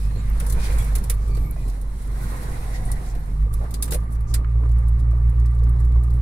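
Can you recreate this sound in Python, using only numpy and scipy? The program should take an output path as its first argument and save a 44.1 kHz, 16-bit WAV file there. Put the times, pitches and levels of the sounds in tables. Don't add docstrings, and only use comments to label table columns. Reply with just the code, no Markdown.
import sys
import numpy as np
from scipy import signal
from scipy.fft import rfft, irfft, next_fast_len
from scipy.io import wavfile
from scipy.ndimage import uniform_filter1d, map_coordinates

SR = 44100
rng = np.random.default_rng(int(sys.argv[2]) if len(sys.argv) > 2 else 0)


def attenuation_scalar(level_db):
    decades = np.asarray(level_db, float) / 20
    return 10 ** decades


def store_pcm(level_fs):
    pcm = np.round(np.clip(level_fs, -1, 1) * 32767).astype(np.int16)
    wavfile.write(sys.argv[1], SR, np.atleast_2d(pcm).T)


N = 273861

# pitch_hz [Hz], level_db [dB per Hz]
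TRIM = [(1530, -48.5), (2600, -13.5), (2790, -22), (3650, -4.5), (6250, -6.5), (8240, -2), (10100, 1.5),
        (11200, -1.5), (15200, -5.5), (16300, -27)]
LIFT_S, PRESS_S, PEDAL_S = 1.54, 3.37, 0.022


def unit(x):
    return x / np.sqrt(np.mean(x ** 2) + 1e-20)


def clock():
    return np.arange(N) / SR


def along(points, hz):
    f, v = np.transpose(points)
    return np.interp(np.log(hz + 1), np.log(f + 1), v)


def curves(rows):
    s, *cols = np.transpose(rows)
    return [np.interp(clock(), s, c) for c in cols]


def wobble(rate):
    knots = rng.standard_normal(int(N * rate / SR) + 4)
    return map_coordinates(knots, [np.arange(N) * rate / SR])


def filtered(x, response):
    m = next_fast_len(x.shape[-1] + 4096)
    spectrum = rfft(x, m) * response(np.fft.rfftfreq(m, 1 / SR))
    return irfft(spectrum, m)[..., :x.shape[-1]]


def peak(hz, centre_hz, width_hz):
    return 1j * hz * width_hz / (centre_hz ** 2 - hz ** 2 + 1j * hz * width_hz)


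def resonance(centre_hz, width_hz):
    return lambda hz: peak(hz, centre_hz, width_hz) ** 2


def colour(points):
    return lambda hz: attenuation_scalar(along(points, hz))


def ports(gain, count, patchy_db=0):
    # pitch_hz [Hz], likeness [0-1]
    alike = [(60, 0.99), (130, 0.99), (290, 0.69), (640, 0.79), (1400, 0.26), (3100, 0.048), (15000, 0.12)]
    lag_s = 0.0003906
    z = signal.stft(rng.standard_normal((2, count + 512)), nperseg=256)[2]
    field = uniform_filter1d(rng.standard_normal(z.shape[1:]), size=5, axis=0)
    field = uniform_filter1d(field, size=12, axis=1)
    pair = signal.istft(z * attenuation_scalar(patchy_db * unit(field)), nperseg=256)[1]

    def share(hz):
        turn = np.arccos(np.clip(along(alike, hz), -1, 1)) / 2
        return gain(hz) * [np.cos(turn), np.sin(turn)]

    def delay(hz):
        return np.exp(-2j * np.pi * hz * lag_s * hz ** 2 / (hz ** 2 + 330 ** 2))

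    common, differing = filtered(pair, share)
    late = filtered(common - differing, delay)
    return unit(np.array([common + differing, late])[:, 256:256 + count])


def place(out, s, sound):
    start = round(s * SR)
    out[:, start:start + sound.shape[1]] += sound


def throttle():
    return 1 - np.interp(clock(), [LIFT_S, LIFT_S + PEDAL_S, PRESS_S - PEDAL_S, PRESS_S], [0, 1, 1, 0])


def passing():
    # alongside_s [s], gone_s [s], approach [dB/s], leaving [dB/s], roar_db [dB]
    passes = [
        (.64, .74, 26, 28, -46.5),
        (2.19, 2.44, 94, 30, -50),
        (2.7, 3.0, 25, 55, -52),
    ]
    t, power = clock(), 0
    for near, gone, up, down, db in passes:
        level_db = db + 1.0 - up * np.maximum(near - t, 0) - down * np.maximum(t - gone, 0)
        power = power + attenuation_scalar(level_db) ** 2
    return np.sqrt(power)


def engine():
    # time_s [s], firing_hz [Hz], boom_db [dB]
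    firing = [(0.0, 50.57, -22.5), (0.6, 50.94, -20), (1.15, 50.05, -21), (1.42, 51.16, -22),
              (1.56, 47.5, -26.5), (1.7, 45.03, -22.5), (1.99, 48.34, -29.5), (2.15, 47.96, -23),
              (2.42, 48.64, -30), (2.78, 47.44, -25.5), (3.3, 46, -27.5), (3.44, 51.4, -15.5),
              (3.51, 53.42, -22.5), (3.8, 55.32, -25), (4.25, 55.98, -22.5), (4.65, 57.06, -16.5),
              (5.4, 57.52, -16), (6.21, 59.27, -17)]
    # multiple [of firing rate], level_db [dB under the 2nd order]
    uneven = [
        (.5, -29.5),
        (1.5, -17),
        (2.5, -19),
        (4, -29),
    ]
    # from_s [s], in_step_s [s], slower [share], level_db [dB]
    shaft = [
        (0, 0.937, 0.092, -31),
        (1.5, 2.085, 0.1, -40.5),
        (3.394, 3.978, .095, -36),
    ]
    cab_hz = 52.5
    full_s, full_db = 4.3, 2
    t = clock()
    hz, first_db = curves(firing)
    phase = 2 * np.pi * np.cumsum(hz + 0.26 * wobble(9)) / SR + np.pi / 2
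    lag = (hz - 53.5) / 4
    changes_s = [row[0] for row in shaft[1:]]
    gear = np.searchsorted(changes_s, t)
    engaged = np.prod([np.clip(abs(t - s) / PEDAL_S, 0, 1) for s in changes_s], axis=0)
    slip = np.choose(gear, [share * (phase - phase[round(s * SR)]) for _, s, share, _ in shaft])
    shaft_db = np.take([row[3] for row in shaft], gear)
    coast = 1 - throttle()
    jolt = np.exp(-((t - PRESS_S - .03) / 0.051) ** 2)
    below_hz = np.minimum(hz - cab_hz, 0)
    second_db = first_db - 10.5 + 2.5 * below_hz - 19 * coast
    second_db += (1.3 - 0.38 * below_hz) * engaged * np.cos(slip + 0.52)
    second_db -= full_db * np.interp(t, [full_s - PEDAL_S, full_s + PEDAL_S], [1, 0])
    third_db = -44 - 14.5 * coast + 10.5 * jolt
    boom = attenuation_scalar(first_db + (-1.27 + 1.5 * coast) * wobble(30)) * np.cos(phase)
    boom += attenuation_scalar(shaft_db) * engaged * np.cos(phase - slip)
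    boom += attenuation_scalar(second_db + 0.28 * wobble(24)) * np.cos(2 * phase - lag)
    boom += attenuation_scalar(third_db + .8 * wobble(14)) * np.cos(3 * phase - lag - np.pi / 2)
    for k, db in uneven:
        boom += attenuation_scalar(second_db + db + 0.95 * wobble(16)) * np.cos(k * phase + 2.3 * wobble(7.1))
    return np.sqrt(2) * boom, phase


def road(phase):
    # pitch_hz [Hz], level_db [dB per Hz]
    floor = [(2, -23), (8, -3), (14, -2.5), (23, -1.5), (32, -13.5), (42, -10), (62, -10), (72, -13),
             (88, -22), (118, -15), (150, -18.5), (200, -27.5), (260, -36), (500, -100)]
    # pitch_hz [Hz], level_db [dB per Hz]
    panels = [(110, -32), (180, -5), (334, -8), (428, -9.5), (569, -18), (1010, -17), (1190, -20),
              (1400, -31.5), (1820, -60), (3080, -120)]
    # time_s [s], spread_s [s], extra_rumble_db [dB], extra_drum_db
    # [dB]
    bumps = [(.55, 0.4, 3.5, -18), (1.0, 0.076, 1, 2), (1.2, .1, -3, 0), (.73, .04, 4, 0),
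             (1.42, 0.17, 5, 5.5), (1.95, 0.055, -2, -2.5), (2.85, 0.18, 5, 3), (3.75, 0.23, -2.5, 3.5),
             (3.93, 0.055, 7, 7), (4.4, 0.043, -2, 8.5), (4.65, 0.043, -5, 5), (5.46, .07, -17, 0.5),
             (5.7, 0.21, 2, 2.5), (5.98, 0.078, -1, 4.5), (.12, .15, -0.5, 5.5), (1.7, .1, -1, -0.5),
             (2.7, .04, -5, -4), (3.27, 0.089, 3.5, -3.5), (4.2, 0.089, 2.5, 1)]
    t = clock()
    rumble_db, drum_db = np.full(N, -29.0), np.full(N, -50.5)
    for s, spread, more_rumble, more_drum in bumps:
        swell = np.exp(-((t - s) / spread) ** 2)
        rumble_db += more_rumble * swell
        drum_db += more_drum * swell

    def floor_and_hum(hz):
        return attenuation_scalar(along(floor, hz)) + attenuation_scalar(-15) * abs(peak(hz, 112, 16)) ** 2

    rumble = attenuation_scalar(rumble_db + 1.5 * wobble(11)) * ports(floor_and_hum, count=N)
    beat = unit(1 + 0.19 * np.cos(phase))
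    shaken = np.hypot(attenuation_scalar(drum_db), attenuation_scalar(1.5) * passing())
    drum = shaken * attenuation_scalar(3 + 1.4 * wobble(12)) * beat * ports(colour(panels), count=N, patchy_db=2.0)
    whine_db = -52.5 - 36 * (1 - throttle()) - 7 * (t < (LIFT_S + PRESS_S) / 2)
    swells = unit(1 + .45 * np.cos(phase / 2))
    whine = attenuation_scalar(whine_db + 1.8 * wobble(30)) * swells * ports(resonance(1185, 85), count=N)
    return rumble + drum + whine


def traffic():
    # pitch_hz [Hz], level_db [dB per Hz]
    tyres = [(290, -30.5), (500, 0.5), (571, -6.5), (715, -6.5), (1080, -3.5), (1140, -7.5), (1870, -8.5),
             (2060, -9), (3200, -26), (4160, -46), (7040, -120)]
    # pitch_hz [Hz], level_db [dB per Hz]
    rush = [(1530, -39), (2600, -11), (3250, -4.5), (4060, 0.5), (4960, -5), (5520, -3), (6690, -4.5),
            (9760, 1.5), (15100, -11), (15750, -15), (16300, -29)]
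    # time_s [s], level_db [dB]
    wind = [(0, -51.5), (.3, -62), (1.05, -73.5), (1.35, -55), (2.1, -59), (2.2, -51), (2.45, -56.5),
            (2.56, -70), (2.72, -54), (3.15, -62), (3.3, -62.5), (3.6, -59), (3.9, -60), (4.05, -67),
            (6.21, -64.5)]
    wind_db, = curves(wind)
    shake = wobble(14)
    rolling = np.hypot(attenuation_scalar(-59), passing())
    roar = rolling * attenuation_scalar(6.0 + 0.85 * shake) * ports(colour(tyres), count=N, patchy_db=2.0)
    flow = np.hypot(attenuation_scalar(wind_db), attenuation_scalar(-0.5) * passing())
    hiss = flow * attenuation_scalar(1.2 + 1.3 * shake + .8 * wobble(45)) * ports(colour(rush), count=N, patchy_db=.9)
    return roar + hiss


def rattle():
    per_s, level_db, spread_db, puff_s = 110, -71, 2.5, .002
    gaps, force = rng.random((900, 2)).T
    at = (np.cumsum(-np.log(1 - gaps)) / per_s * SR).astype(int)
    blows = np.bincount(at, attenuation_scalar(-spread_db * np.log(1 - force)), minlength=N)[:N]
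    t = np.arange(SR // 20) / SR / puff_s
    puffs = signal.fftconvolve(blows, t * np.exp(1 - t))[:N]

    def chatter(hz):
        return attenuation_scalar(along(TRIM, hz)) * (1 + 4.5 * abs(peak(hz, 3800, 1200)))

    return attenuation_scalar(level_db) * puffs * ports(chatter, count=N)


def squeaks():
    # start_s [s], length_s [s], pitch_hz [Hz],
    # width_hz [Hz], level_db [dB]
    rubs = [(0.0, .085, 5000, 200, -61), (.02, .05, 7400, 300, -59), (.01, .06, 10000, 250, -61),
            (.09, .14, 4200, 200, -57), (.15, .13, 3800, 200, -60), (0.0, .12, 2500, 150, -58),
            (.17, .06, 7200, 600, -57), (.54, .2, 2450, 200, -49), (.64, .18, 2350, 200, -47),
            (.76, .17, 2250, 200, -51), (.58, .16, 3800, 200, -56), (.78, .05, 3350, 250, -50),
            (1.25, .14, 2330, 190, -55), (1.38, .2, 2270, 170, -56), (1.55, .14, 2450, 200, -58),
            (1.05, .48, 1185, 70, -52), (1.29, .11, 4520, 180, -57), (1.62, .08, 4120, 150, -62),
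            (1.36, .15, 12800, 400, -54), (1.54, .14, 1990, 90, -57), (1.6, .1, 7500, 300, -61),
            (2.17, .36, 1880, 110, -52), (2.19, .08, 1480, 120, -51), (2.3, .4, 1500, 150, -57),
            (2.42, .85, 740, 130, -46.5), (2.71, .11, 1930, 110, -46), (2.88, .11, 1940, 80, -46),
            (3.18, .04, 12500, 600, -60), (3.99, .11, 10100, 90, -66), (4.11, .065, 10100, 250, -61)]
    # start_s [s], length_s
    # [s], pitch_hz [Hz], width_hz [Hz], level_db [dB]
    scuffs = [(0.083, 0.42, 208, 60, -41.5), (0.59, 0.14, 4300, 4030, -41.5), (1.19, 0.14, 6000, 8000, -54),
              (2.047, 0.39, 145.2, 50, -39), (2.727, 0.069, 4830, 6200, -47.5),
              (3.039, 0.1, 5800, 7150, -51), (3.902, 0.052, 790, 350.3, -49.5),
              (4.098, 0.066, 9386, 8920, -55.5), (4.269, 0.068, 6284, 3920, -50),
              (3.599, 0.093, 1480, 700, -53.5), (0.6, 0.12, 9000, 5000, -44.5),
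              (.46, 0.077, 8800, 4000, -45.5), (.76, .1, 8500, 5800, -45.5), (3.6, .065, 560, 300, -39),
              (0.0, .45, 2000, 1200, -55), (2.14, .3, 10000, 7000, -51), (.5, .42, 2200, 800, -51)]
    # start_s [s], length_s [s]
    whistles = [(2.98, .34), (3.98, .1), (4.16, .1), (4.9, .08), (5.12, .2), (5.93, .28)]
    out = np.zeros((2, N + SR))
    seal = [(*row, 14000, 60, -73) for row in whistles]
    for s, length, centre_hz, width_hz, db in rubs + scuffs + seal:
        n = round(length * SR)
        tone = ports(resonance(centre_hz, width_hz), count=n)
        place(out, s, attenuation_scalar(db) * np.hanning(n) ** (1 / 3) * tone)
    return out[:, :N] * attenuation_scalar(2.4 * wobble(45))


def knocks():
    # time_s [s], peak_db [dB], pitch_hz [Hz]
    blows = [(0.158, -27.5, 407), (.418, -31.5, 495), (.959, -30.5, 449), (1.099, -28.5, 431),
             (1.292, -30.5, 387), (1.372, -28.5, 387), (1.564, -32, 654.8), (2.901, -26, 1000),
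             (3.459, -31.5, 479), (3.918, -23, 500), (3.928, -30, 600), (3.945, -20, 520), (3.95, -34, 864),
             (4.343, -37, 398.8), (4.347, -35, 2200), (4.445, -30, 1350), (4.61, -32, 421.8),
             (4.634, -28, 1081), (4.656, -31.5, 1077), (4.66, -32.5, 420), (5.013, -29.5, 240),
             (5.13, -36, 600.7), (5.45, -36.5, 1695), (5.615, -30, 453), (5.663, -31, 1140),
             (5.67, -29, 990), (5.671, -26, 270), (5.959, -33, 1051), (5.96, -29, 381.4)]
    out, t = np.zeros((2, N + SR)), np.arange(SR // 6) / SR
    for s, db, panel_hz in blows:
        thud = ports(resonance(panel_hz, 0.44 * panel_hz), count=len(t))
        cycles = t * panel_hz
        place(out, s, attenuation_scalar(db - 6.5 - 60 * cycles / 45) * (1 - np.exp(-cycles)) * thud)
    return out[:, :N]


def pings():
    # time_s [s], peak_db [dB], pitch_hz [Hz], t60_s [s]
    grit = [(0.2996, -30, 12200, 0.0083), (1.5055, -42, 11000, 0.013), (1.5107, -20.5, 11100, 0.0089),
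            (1.522, -41.5, 10700, 0.0099), (2.851, -39.5, 9288, 0.15), (2.9163, -15, 9700, 0.0072),
            (3.077, -43, 7450, 0.011), (3.087, -33, 6956, .012), (3.539, -30, 11950, .02),
            (3.7409, -38, 4400, 0.076), (4.3387, -32, 4700, 0.088), (1.562, -39, 800, .02),
            (4.4456, -36, 1700, .014), (5.665, -42, 1000, .02)]
    out, t = np.zeros((2, N + SR)), np.arange(SR // 10) / SR
    for s, db, mode_hz, t60 in grit:
        ring = ports(resonance(mode_hz, min(1800, 0.7 * mode_hz)), count=len(t))
        place(out, s, attenuation_scalar(db - 60 * t / t60) * (1 - np.exp(-t / 0.00059)) * ring)
    return out[:, :N]


def ticks():
    # time_s [s], peak_db [dB], low_db [dB, share under 3 kHz], brightest_hz [Hz]
    contacts = [(0.399, -23.5, -6.5, 9150), (0.463, -25.5, -30, 10200), (0.498, -22.5, -44, 8500),
                (0.522, -23, -21, 11300), (0.783, -26, -18, 9900), (0.8217, -31.5, -9, 11380),
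                (0.843, -31, -33, 11300), (0.952, -16.5, -13.5, 10300), (0.9805, -29, -22, 11100),
                (1.0377, -26, -31, 9290), (1.0956, -28, -16, 10000), (1.0971, -12.5, -14, 10400),
                (1.1386, -35, -23, 11200), (1.3682, -35.5, -5, 4555), (1.68, -34, -11.5, 9350),
                (2.916, -22.5, -31, 9610), (3.1495, -39.5, -1, 4040), (3.536, -29.5, -36, 10110),
                (3.707, -31.5, -32, 12900), (3.739, -23, -15.5, 7500), (3.8234, -11, -24, 9200),
                (3.8405, -26.5, -13, 9240), (3.854, -29, -22, 9000), (3.8775, -32.5, -3, 8010),
                (3.907, -21, -21, 8480), (3.919, -17.5, -9.5, 4800), (3.9316, -19, -19, 9500),
                (3.9424, -17.5, -14, 10100), (4.339, -14, -13.5, 7920), (4.3593, -49, -19, 10290),
                (4.3894, -51, 2, 9494)]
    # time_s [s], peak_db [dB], brightest_hz [Hz]
    faint = [(1.812, -38.5, 9417), (2.019, -40, 8580), (2.071, -43, 8550), (4.0003, -51.5, 5029),
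             (4.2047, -46.5, 10130), (4.7136, -45.5, 6660), (4.7836, -45, 10090), (4.8819, -40.5, 10030),
             (4.991, -47, 7700), (5.1083, -49.5, 5174), (5.293, -44, 11030), (5.3944, -45, 5218),
             (5.456, -42, 5142), (5.506, -52, 9550), (5.5465, -49, 8693), (5.634, -44.5, 5080),
             (5.691, -43.5, 10190), (5.801, -43.5, 7632), (5.8453, -45, 7400), (6.0343, -42, 8400),
             (6.1059, -49, 8160), (6.136, -46, 10100), (.6, -40, 9000), (.639, -35, 10000),
             (1.277, -43, 9300), (1.348, -39, 6013), (1.695, -38.5, 5000), (2.43, -37.5, 4510),
             (3.0604, -41, 4270), (3.257, -49, 8000), (3.527, -42, 9024), (3.637, -46.5, 4998),
             (4.1046, -49, 9850), (4.1215, -43, 9900), (4.149, -45.5, 5530), (4.69, -48.5, 3993),
             (4.9985, -46.5, 4400), (5.792, -50, 10000), (6.0, -57, 6000), (6.155, -54, 10000),
             (.762, -42, 11000)]
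    out, t = np.zeros((2, N + SR)), np.arange(SR // 8) / SR
    fade = attenuation_scalar(-60 * t / 0.076)
    crack = 0.85 * attenuation_scalar(-60 * t / 0.033)
    for s, db, low_db, bright_hz in contacts + [(s, db + 2.5, -16, hz) for s, db, hz in faint]:
        pan_db = 2 * rng.standard_normal()
        plain = .6 if db < -34 else 1

        def bright(hz):
            spot = plain + 0.75 * abs(peak(hz, bright_hz, 2500)) ** 2
            return attenuation_scalar(along(TRIM, hz)) * spot / np.hypot(1, (hz / 15000) ** 3)

        def sizzle(hz):
            return attenuation_scalar(along(TRIM, hz)) * abs(peak(hz, 13000, 6000)) ** 2

        high = ports(bright, count=len(t), patchy_db=1.0)
        low = ports(resonance(1600, 1900), count=len(t))
        top = ports(sizzle, count=len(t))
        rise = 1 - np.exp(-t / (0.0021 if db > -32 else 0.0022))
        burst = (fade + 0.8 * crack) * high + crack * top
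        burst += attenuation_scalar(low_db + 3.5 - 60 * t / 0.1) * low
        place(out, s, attenuation_scalar(db - 8.5) * attenuation_scalar([[pan_db / 2], [-pan_db / 2]]) * rise * burst)
    return out[:, :N]


def scene():
    boom, phase = engine()
    return boom + road(phase) + traffic() + rattle() + squeaks() + knocks() + pings() + ticks()


def band_limit(x):
    return signal.sosfilt(signal.butter(12, 16480, fs=SR, output="sos"), x)


def record(dry):
    # pitch_hz [Hz], left_over_right_db [dB]
    lean = [(60, -1.54), (200, -3.5), (380, 0), (1300, -4), (4400, -1.5), (8100, -0.5), (15000, -1)]

    def microphone(hz):
        return attenuation_scalar(along(lean, hz) / 2 * [[1], [-1]]) * (hz < 15800)

    return band_limit(filtered(dry, microphone))


dry = scene()
out = record(dry)
store_pcm(out)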